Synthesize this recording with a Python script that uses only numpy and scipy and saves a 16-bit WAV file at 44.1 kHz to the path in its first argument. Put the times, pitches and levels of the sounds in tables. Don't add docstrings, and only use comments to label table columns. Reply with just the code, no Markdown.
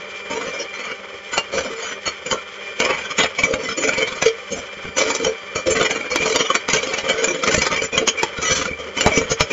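import sys
import numpy as np
from scipy import signal
from scipy.fft import rfft, irfft
from scipy.io import wavfile
from scipy.ndimage import uniform_filter1d

SR = 44100
rng = np.random.default_rng(int(sys.argv[2]) if len(sys.argv) > 2 else 0)


def output_pcm(signal):
    pcm = np.clip(np.atleast_2d(signal).T, -1, 1) * 32767
    wavfile.write(sys.argv[1], SR, np.round(pcm).astype(np.int16))


N = 419832
TIME = np.arange(N) / SR
RING_SAMPLES = 8192
HZ = np.maximum(np.arange(RING_SAMPLES // 2 + 1) * SR / RING_SAMPLES, 1)
MIC_TOP_HZ = 7520
SWELL_S = 0.02

# time_s, clank_db, click_db, thud_db, clank_pitch_hz, brightness_db
KNOCKS = [(1.3789, 7.5, 11, -30, 1300, -0.5), (1.5816, -2.5, -9, -22, 1365, -5),
          (2.0771, -2, -4.0, -18.5, 2300, 0), (2.2644, -8.5, -8, -30, 1250, 0),
          (2.3125, 2.5, 2, -15, 1170, 4), (2.328, -2, -11, -16, 1100, -13), (2.8021, 4, 13.5, -11, 500, 6),
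          (2.821, -5, -4, -23, 2380, -11), (2.8501, 1.5, 3, -12, 2291, 10),
          (2.9049, 1.5, -9, -26, 503, -17), (3.185, 4, -5, -26, 2290, 5.5),
          (3.2022, 6.5, -7, -16.5, 3210, -4), (3.235, 1.5, 0, -40, 3200, 2),
          (3.3889, 2, -8, -37, 2290, 1.5), (3.435, 3.5, -2, -3.5, 2150, 5.5), (3.538, 2.5, -6, -9, 500, -2),
          (3.837, -0.5, -8, -20, 520, -1), (3.891, -0.5, -7, -28, 1427, 1.5),
          (3.9341, -6.5, -12, -24, 2290, -2), (3.9809, -2, -12, -15, 2290, 1),
          (4.027, -4.5, -6, -25, 1300, -6), (4.074, -4.5, -10, -24, 2300, -2),
          (4.2249, 5, 13, -9.5, 834.5, -3), (4.2595, 6, -6, -8, 504, -8), (4.9685, 1, -5, -24, 2300, 6),
          (4.9823, 1, -5, -30, 925, 7), (5.005, -4, 4, -24, 1400, 2), (5.0635, -3, -8, -21, 502.3, -11),
          (5.103, 2, 3, -23, 800.5, 0.5), (5.1501, -0.5, -4.0, -29, 763, 17.5),
          (5.247, 3, -4, -15.5, 2770, 5.5), (5.6739, -3, -5, -18, 563, -6),
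          (5.7158, -3, 2, -9.5, 496.7, -1), (5.769, -2.5, -1, -21, 670, -1),
          (5.8125, 7.5, -4, -17, 500, -10), (5.828, 2.5, 1.0, -23, 500, -4),
          (5.909, 1.5, -3, -25, 2410, 4.5), (6.1595, 4.5, 13.5, -20, 2650, 0),
          (6.2603, 2, 4, -17, 700, -10), (6.2777, -7, 5, -27, 3100, 8), (6.2994, 1, -1, -32, 500, -4),
          (6.3602, 3, 13.5, -8.5, 844, 4), (6.4063, 1, -11, -27, 500, -8),
          (6.5018, 3.5, -13, -22, 1120, -2), (6.551, 2.5, -5, -40, 1181, 6.5),
          (6.688, 2, 11, -22, 1015, -3), (6.7335, 4, 1, -5, 2200, 6), (6.748, 1.5, -1, -23, 1100, 3),
          (6.831, 0, 0, -26, 3050, 4), (6.9376, 0, -3, -19, 2292, 4), (6.9846, -2.5, 1, -28, 2286, 6),
          (7.0906, 2.5, 2, -28, 501.6, -7), (7.2421, 6, -7, -33, 500.5, -2), (7.4366, 2.5, 1, -34, 701, 3),
          (7.4767, 1.5, 14, -7, 1721, -2), (7.491, 1, -3, -20, 520, -8), (7.524, -1, -8, -13, 1150, 2),
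          (7.5449, 5, -3, -10, 2289, 2), (7.619, 4, -13, -9.5, 2410, 7.5), (7.6666, 3.5, -2, -26, 1304, 4),
          (7.7749, -1, -11, -29, 2520, -10), (7.82, 0, -9, -17, 497, -1.5), (7.978, 6, 4.0, -6, 3200, -1),
          (8.0767, 5, 13, -19, 518, 0), (8.0848, 3, 6, -26, 2916, 4), (8.232, 4.5, 14, -13, 930, 0),
          (8.518, -3.5, -7, -4, 1241, 9), (8.5554, -6, -10, -24, 2190, 7),
          (8.6138, -3.5, -9, -14.5, 1380, -5), (8.6546, -3.5, 3, -30, 1360, 0),
          (9.0094, 4, 11, -18, 3270, 7), (9.0624, 7, 12.5, -1, 750, -10), (9.072, 4, 4, -4, 740, 0),
          (9.1747, 2.5, -3, -5.5, 520.1, -1), (9.3159, 0.2, -6, -17, 520, 0), (9.407, 8.5, 12, -5, 840, 1)]


def from_db(db):
    return 10 ** (np.asarray(db) / 20)


def rms_one(x):
    return x / np.sqrt(np.mean(x ** 2) + 1e-20)


def in_time(rows):
    s, *columns = np.transpose(rows)
    return [np.interp(TIME, s, column) for column in columns]


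def at_hz(points):
    hz, db = np.transpose(points)
    return np.interp(np.log(HZ), np.log(hz), db)


def drift(rate):
    return rms_one(np.interp(TIME * rate, np.arange(4096), rng.standard_normal(4096)))


def passed(x, hz, kind, order=2):
    return signal.sosfilt(signal.butter(order, hz, kind, fs=SR, output="sos"), x + 1e-18)


def body(db):
    db = db - 20 * np.log10(1 + (HZ / MIC_TOP_HZ / 1.1) ** 20)
    cepstrum = irfft(db * np.log(10) / 20)
    response = irfft(np.exp(rfft(2 * cepstrum[:RING_SAMPLES // 2], RING_SAMPLES)))
    return response / np.linalg.norm(response)


def through(x, response):
    return signal.fftconvolve(x, response)[:N]


def add(out, s, sound):
    start = round(s * SR)
    out[start:start + len(sound)] += sound


def motor_tones(speed, whine_db, flutter=0.002, rough=0.46, beamed_from=12):
    # multiple of the turning rate, level_db (rms)
    tones = [(1, -55.5), (2, -51.5), (3, -54.5), (4, -56), (5, -63), (6, -53.5), (7, -57), (9, -54),
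             (12, -44.5), (14, -68.5), (16, -54.5), (18, -69), (24, -64), (36, -68.5)]
    angle = 2 * np.pi * np.cumsum(speed * (1 + flutter * drift(50))) / SR
    whine = 0
    for multiple, db in tones:
        level = from_db(db + whine_db * min(multiple / beamed_from, 1))
        tremble = 1 + rough * drift(45)
        whine = whine + level * tremble * np.sin(round(multiple) * angle)
    return np.sqrt(2) * whine


def chatter(per_s, spread_db):
    sizes = from_db(spread_db * np.minimum(rng.exponential(1, N), 4)) * rng.choice([-1, 1], N)
    impacts = sizes * (rng.random(N) < per_s / SR)
    return impacts / np.sqrt(np.maximum(uniform_filter1d(impacts ** 2, size=600), 1e-3))


def housing():
    # frequency_hz, relative level_db (per Hz)
    air_curve = [(30, -36.5), (75, -12.5), (130, -19.5), (300, -16), (420, -2), (570, 0), (730, -20.5),
                 (900, -12), (1200, -6), (1700, -9.5), (2330, -2.5), (2550, -12), (2820, -16.5),
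                 (3150, -4.5), (3700, -19.5), (7400, -23.5)]
    # centre_hz, width_hz, gain_db
    shell_modes = [(1540, 50, 5.5), (1620, 60, -8), (2000, 87, 0), (2990, 100, 5), (3620, 69, 7),
                   (3690, 98, -11.5), (4650, 130, -7), (4730, 100, 4.5), (5300, 130, 6), (5900, 130, -3.5),
                   (6180, 130, 6.5), (6820, 90, -6.5)]
    hz, width, db = np.transpose(shell_modes)[:, :, None]
    return at_hz(air_curve) + np.sum(db / (1 + (2 * (HZ - hz) / width) ** 2), axis=0)


def fan(speed, fan_db, base_db=-38, blade_depth=0.13, throb_db=1.5, patchy_db=2.5, low_hz=800, high_hz=2000):
    turns = np.cumsum(speed) / SR
    beater_passes = turns * 4 / 39
    pulse = 1 + blade_depth * np.sin(2 * np.pi * turns)
    throb = from_db(throb_db * np.sin(2 * np.pi * beater_passes))
    grit = chatter(per_s=3500, spread_db=0.5) * pulse * throb
    rumble = passed(grit, low_hz, "low", order=1)
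    whir = passed(grit - rumble, high_hz, "low", order=1)
    hiss = grit - rumble - whir
    air = sum(part * from_db(patchy_db * drift(45)) for part in (rumble, whir, hiss))
    return from_db(base_db + fan_db) * rms_one(through(air, body(housing())))


def contact_colours(count, ring_share, detune=0.0087):
    # frequency_hz, relative level_db (per Hz)
    broad_curve = [(25, -11), (70, -4), (115, -2), (170, 4), (350, 5), (520, 11), (780, -3), (1250, 2),
                   (1700, -4), (2200, 2.5), (2700, -3), (3100, 2), (3700, -11.5), (5200, -6), (7300, -14)]
    # centre_hz, width_hz, height_db above the broad response, before each contact's own mix
    clear_modes = [(74, 10, 9), (281.3, 15, 6), (451.8, 17, 9.5), (520, 24, 6), (611.6, 26, 6.5),
                   (913, 29, 4.5), (1186, 39, 6), (1300, 84, 4), (1490, 64, 9.5), (2006, 59, 6),
                   (2296, 29, 8), (2364, 84, 9), (3035, 34, 5.5), (3180, 14, 6), (3360, 250, 3),
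                   (3612, 36, 6), (3920, 34, 11), (4170, 53, 5), (4376, 78, 9.5), (4970, 17, -2),
                   (5190, 51, 7.5), (5730, 42, 10), (6008, 59, 12), (6020, 39, 4.5), (6647, 150, 14),
                   (7050, 90, 9), (7232, 110, 11)]
    mode_spread, crowd_db, crowd_hz, uneven_db, uneven_hz = 0.3, 5.4, 70, 4.8, 230
    hz, width, db = np.transpose(clear_modes)[:, :, None]
    broad = at_hz(broad_curve)

    def modes():
        centre = hz * (1 + detune * rng.standard_normal(hz.shape))
        peaks = 10 * np.log10(1 + (from_db(db) ** 2 - 1) / (1 + (2 * (HZ - centre) / width) ** 2))
        return ring_share * rng.normal(1, mode_spread, len(peaks)) @ peaks

    def ripple(spacing_hz):
        return np.interp(HZ / spacing_hz, np.arange(512), rng.standard_normal(512))

    crowd = crowd_db * np.minimum(HZ / 400, 1)
    uneven = uneven_db * np.sqrt(np.minimum(HZ / 3500, 1))
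    return [broad + modes() + crowd * ripple(crowd_hz) + uneven * ripple(uneven_hz) for _ in range(count)]


def blade_passes(blades_per_s=20.3, pass_s=0.023, usual_db=-18, pass_halves_db=34.5, bounce_db=-3.5, bounce_s=0.015):
    # start_s, length_s, first_pass_db, last_pass_db, thud_db, clunk_db, brightness_db
    rubs = [(0.314, 0.16, -20, -24, 2.5, 4, -5), (0.548, 0.0515, -25.5, -22, -6, 8.5, 1),
            (0.746, 0.148, -28.5, -24, -7, -8.5, -9.5), (1.334, 0.038, -20.5, -22.5, 2.5, -8, -4.5),
            (1.54, 0.17, -21, -24.5, 1, 7, -1.5), (1.782, 0.1233, -27.5, -26, -11, -9.5, -9),
            (2.067, 0, -14.5, -20, -5, -10, -5.5), (2.269, 0, -19, -24, -2, -4, -5),
            (2.322, 0, -17, -17.5, 20, 11, 9), (2.35, 0, -27, -24, -2, 9, -16),
            (2.807, 0.0925, -13.5, -13, -12, 0, -11), (2.936, 0.17, -29, -23, -5, -11, -6),
            (3.196, 0.05, -8, -12.5, -6, -5.5, -8), (3.395, 0.16, -15, -25, 6, 7, -2),
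            (3.6, 0.1, -26, -18.5, 3.5, 2.5, -0.5), (3.786, 0.094, -17.5, -14, 1.5, 7.5, 2),
            (3.931, 0.0874, -17.5, -13.5, -6, -4, -7), (4.072, 0.099, -20, -26.5, 5, -5, -0.5),
            (4.224, 0.041, -15.5, -13.5, -2, -6, 2), (4.519, 0.055, -19.5, -27, 17.5, 8.5, 8),
            (4.857, 0.0064, -27, -26, 17, 6, -15), (4.975, 0.182, -14, -23, -5, 2.5, 2.5),
            (5.208, 0.059, -18.5, -15, 9.5, 8.5, -1), (5.563, 0.025, -16.5, -29, 4.5, 3, 0.5),
            (5.673, 0.0395, -7.5, -9, 10, 8.5, 3), (5.764, 0.041, -11.5, -9.5, 2, 4.5, -3),
            (5.854, 0.054, -13, -15, -8, 2, -0.5), (5.961, 0.088, -19, -26.5, -2, 0.5, -3.5),
            (6.115, 0.094, -16.5, -21, -1, 1, -3), (6.257, 0.052, -15.5, -17, 0, 4.5, 8),
            (6.354, 0.045, -11.5, -9, 1.5, 1, -1), (6.454, 0.09, -21, -13, -18, -1, -5.5),
            (6.695, 0.047, -13.5, -11, 0, -10, -4), (6.787, 0.195, -19.5, -19, -3, 0, -1.5),
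            (7.046, 0.049, -19, -10, 1.5, 7, -3), (7.139, 0.0963, -23, -14, -8, 4, -1),
            (7.289, 0.11, -15.5, -27, 5, 7, -1), (7.436, 0.04, -18, -9.5, -3, 2.5, 4.5),
            (7.523, 0.051, -9, -17.5, 10, -2.5, 5), (7.618, 0.035, -13.5, -18, -3, -11, -1.5),
            (7.716, 0.12, -17, -21, 1, -7.5, -4), (7.935, 0.0436, -17.5, -14.5, 8, 1.5, -1.5),
            (8.018, 0.0015, -17.5, -17, 12, 15, -7), (8.076, 0, -11, -12, -7, -4, 8.5),
            (8.183, 0.058, -19, -31, -12, -3.5, -3.5), (8.379, 0.12, -26, -16, 5, -2, -1.5),
            (8.55, 0.14, -25.5, -26, 10, 6.5, -13), (8.798, 0.073, -25.5, -32.5, 14, 7.5, 3),
            (8.974, 0.085, -19, -14.5, 4.5, 3, 1.5), (9.072, 0, -19, -10, -9, 0, -5),
            (9.124, 0.093, -15.5, -21, 10, 5.5, -7), (9.307, 0.019, -12, -19, 8.5, -2, -2.5),
            (9.409, 0.012, -12.5, -8, 16, -16, 0.5), (9.514, 0, -15.5, -23, -0.5, 8, 3)]
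    rows = []
    for start, length, first_db, last_db, *tone_db in rubs:
        count = 1 + round(abs(length) * blades_per_s)
        times = np.linspace(start, start + length, count)
        for s, db in zip(times, np.linspace(first_db, last_db, count)):
            near_knock = any(abs(s - knock[0]) < bounce_s for knock in KNOCKS)
            duration = pass_s * 0.5 ** ((db - usual_db) / pass_halves_db)
            rows.append((s, duration, db + bounce_db * near_knock, *tone_db))
    # level 0.5 dB, each tone band 1.5 dB
    scatter = [0, 0, 0.5, 1.5, 1.5, 1.5]
    return np.array(rows) + scatter * rng.standard_normal(np.shape(rows))


def scrapes(rise_share=0.35, grab_db=3.5, thud_hz=220, clunk_hz=780, bright_hz=3600,
            thud_db=0, clunk_db=0, bright_db=0, ring_share=1.0):
    # time_s, length_s, level_db, thud_db, clunk_db, brightness_db
    drags = [(1.568, 0.054, -22.5, 8, 5, 3), (2.818, 0.039, -26.5, -5, 1, -5),
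             (2.908, .06, -26, 0, -8, -21), (3.485, 0.061, -23, -1, 10.5, -25),
             (3.838, 0.029, -21.5, -1, 4, -8), (4.007, 0.027, -17, -8, 4.5, -4),
             (5.001, 0.026, -20, -3, -6, 1), (5.08, 0.13, -26.5, -3, -1, -1),
             (5.295, 0.038, -28.5, -1, 10, -9), (6.225, 0.036, -23.5, 1, -2, -3),
             (6.287, 0.036, -22.5, -1, 1, 7), (7.215, 0.075, -30, -5, 12, 2),
             (7.738, 0.023, -21.5, -5, -9, -8), (8.424, 0.032, -23.5, -6, -6, 6),
             (8.482, 0.054, -20.5, -14, -15, 7), (8.54, 0.059, -23.5, 0, -13, 10),
             (8.606, 0.069, -23.5, 3, -6, 8), (9.15, 0.038, -17, 0, 7.5, 6)]
    out = np.zeros(N + SR)
    contacts = np.vstack([blade_passes(), drags])
    impacts = chatter(per_s=2100, spread_db=3.0) * from_db(grab_db * drift(110))
    below_thud, below_clunk, below_bright = (1 / (1 + (HZ / hz) ** 6) for hz in (thud_hz, clunk_hz, bright_hz))
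    colours = contact_colours(len(contacts), ring_share)
    for (s, length, db, thud, clunk, bright), colour in zip(contacts, colours):
        first, last = np.searchsorted(TIME, [s - length, s + 3 * length])
        progress = (TIME[first:last] - s) / length
        half_width = np.where(progress < 0, rise_share, 1 - rise_share)
        pressure = 0.5 ** ((progress / half_width) ** 2)
        weight = (thud + thud_db) * below_thud
        weight = weight + (clunk + clunk_db) * (below_clunk - below_thud)
        weight = weight + (bright + bright_db) * (1 - below_bright)
        sound = through(impacts[first:last] * np.sqrt(pressure), body(colour + weight))
        add(out, first / SR, from_db(db) * sound * np.sqrt(pressure.sum()) / np.linalg.norm(sound))
    return out[:N]


def blow(swell_db=-22.5, swell_s=0.0077, rebound_db=-13.0, rebound_s=0.0036,
         rattle_db=-26, rattle_s=0.012, rattle_per_s=700):
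    t = TIME[:SR // 10] - SWELL_S
    grit, sizes = rng.standard_normal((2, len(t)))
    taps = sizes * (rng.random(len(t)) < rattle_per_s / SR) * np.sqrt(SR / rattle_per_s)
    swell = from_db(swell_db) * np.exp(-abs(t) / swell_s) * grit
    rebound = from_db(rebound_db) * np.exp(-abs(t) / rebound_s) * grit
    rattle = from_db(rattle_db) * np.exp(-abs(t) / rattle_s) * taps
    force = np.where(t < 0, swell, rebound + rattle)
    force[round(SWELL_S * SR)] = 1
    return force


def knocks(crack_db=2.5, shove_db=0.5, shove_s=0.0014, lowest_hz=200, clank_db=7, clank_octaves=0.39,
           click_gain_db=2.5, click_hz=4000, bright_hz=3600, ring_share=0.85, full_clank_hz=780):
    out = np.zeros(N + SR)
    t = np.maximum(TIME[:SR // 10] - SWELL_S, 0)
    shove = t / shove_s * np.exp(1 - t / shove_s) / 2
    click = passed(1.0 * (TIME[:SR // 20] == 0), click_hz, "low", order=1)
    treble = 1 - 1 / (1 + (HZ / bright_hz) ** 6)
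    colours = contact_colours(len(KNOCKS), ring_share)
    for (s, db, click_db, thud, hz, bright), colour in zip(KNOCKS, colours):
        crack = from_db(db + crack_db) * passed(blow(), lowest_hz, "high")
        force = crack - from_db(thud + shove_db) * shove
        clank_height = clank_db * min(hz / full_clank_hz, 1) ** 3
        clank = clank_height * np.exp(-(np.log2(HZ / hz) / clank_octaves) ** 2)
        add(out, s - SWELL_S, through(force, body(colour + clank + bright * treble)))
        add(out, s, from_db(click_db + click_gain_db) * click)
    return out[:N]


def bumps(push_s=0.0011, ring_share=1.0):
    # time_s, relative level_db
    rocks = [(1.538, -29), (3.455, -17), (3.549, -21), (4.771, -24.5), (5.27, -23), (6.203, -14),
             (7.035, -22), (7.142, -15.5), (7.579, 0.5), (7.841, -13), (8.387, -10.5), (8.712, -14),
             (8.973, -21), (9.22, -11), (9.254, -14)]
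    out = np.zeros(N + SR)
    t = TIME[:SR // 20]
    push = t / push_s * np.exp(1 - t / push_s) / 2
    for (s, db), colour in zip(rocks, contact_colours(len(rocks), ring_share)):
        add(out, s, from_db(db) * through(push, body(colour)))
    return out[:N]


def gliding_tones(gain_db=0, fade_share=0.5, rough=0.55, wobble=0.012):
    # start_s, length_s, first_pitch_hz, last_pitch_hz, level_db (rms)
    glides = [(2.327, 0.082, 1344, 1390, -34), (2.913, 0.085, 2250, 2325, -32),
              (3.693, 0.081, 3230, 3220, -35), (3.849, 0.17, 2320, 2290, -27),
              (6.147, 0.11, 2384, 2375, -23), (7.1, 0.16, 1510, 1490, -30.5),
              (7.252, 0.087, 2410, 2370, -34), (7.748, 0.065, 2345, 2350, -24),
              (8.45, 0.048, 1273, 1294, -26.5), (8.442, 0.076, 1985, 2000, -23),
              (8.45, .055, 2950, 2985, -26), (8.454, 0.1, 4360, 4340, -31), (8.458, 0.044, 5900, 5730, -27),
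              (8.539, 0.12, 5940, 5985, -35), (8.545, .06, 3125, 3065, -35),
              (8.662, 0.097, 2345, 2345, -27), (9.058, 0.021, 838, 810, -15)]
    out = np.zeros(N + SR)
    roughness = 1 + rough * drift(170)
    bend = 1 + wobble * drift(120)
    for s, length, first_hz, last_hz, db in glides:
        first, last = np.searchsorted(TIME, [s, s + length])
        hz = np.geomspace(first_hz, last_hz, last - first) * bend[first:last]
        fades = signal.windows.tukey(last - first, fade_share)
        level = from_db(db + gain_db) * roughness[first:last] * fades
        add(out, s, np.sqrt(2) * level * np.sin(2 * np.pi * np.cumsum(hz) / SR))
    return out[:N]


def kitchen(x, wet_db=-8, first_echo_s=0.0041, wall_hz=4500, t60_s=0.12):
    t = TIME[:SR // 2]
    tail = rng.standard_normal(len(t)) * from_db(-60 * t / t60_s) * (t > first_echo_s)
    dull_tail = passed(tail / np.linalg.norm(tail), wall_hz, "low", order=1)
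    return x + from_db(wet_db) * through(x, dull_tail)


def scene(bowl_db=-2.0):
    # time_s, speed (turns per s)
    speed_curve = [(0, 197.5), (.6, 197.1), (1.2, 198.05), (1.6, 198.15), (1.95, 198.9), (2.2, 198.4),
                   (2.65, 199.35), (3, 198.8), (3.55, 198.3), (3.75, 199.1), (4.35, 197.8), (4.6, 197.75),
                   (4.95, 197.3), (5.3, 195.8), (5.65, 197.2), (6.3, 198.45), (6.7, 198.4), (7.3, 197.7),
                   (7.8, 196.45), (8.35, 197.7), (8.8, 196.3), (9.52, 195.7)]
    # time_s, whine_db, fan_db
    facing = [(0, 3.5, 4.5), (.55, 7.5, 3.5), (1.1, -2, 2), (1.65, 4.5, 4), (2.15, -2, 2.5), (2.55, 2, 3),
              (2.85, 7.5, 5.5), (3.35, -9, 5.5), (3.75, 5, 2.5), (4.3, 2, 3.5), (4.7, 2.5, 4.5),
              (5.1, 6.5, 2), (5.55, 4, 3), (6.1, 10, 2), (6.62, 2, 4), (7.2, 3.5, 6.5), (7.9, 2.5, -1.5),
              (8.3, 3, 8.5), (8.75, 2.5, 0), (9.1, -2, 10), (9.52, 1, 3)]
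    speed, = in_time(speed_curve)
    whine_db, fan_db = in_time(facing)
    bowl = from_db(bowl_db) * (scrapes() + knocks() + bumps() + gliding_tones())
    return (kitchen(bowl) + motor_tones(speed, whine_db) + fan(speed, fan_db))[None]


def record(dry, cutoff_hz=15800):
    narrow = signal.sosfilt(signal.ellip(12, 0.1, 90, MIC_TOP_HZ, fs=SR, output="sos"), dry)
    clipped = np.clip(narrow, -0.95, 0.95)
    return signal.sosfilt(signal.ellip(10, 0.1, 80, cutoff_hz, fs=SR, output="sos"), clipped)


dry = scene()
out = record(dry)
output_pcm(out)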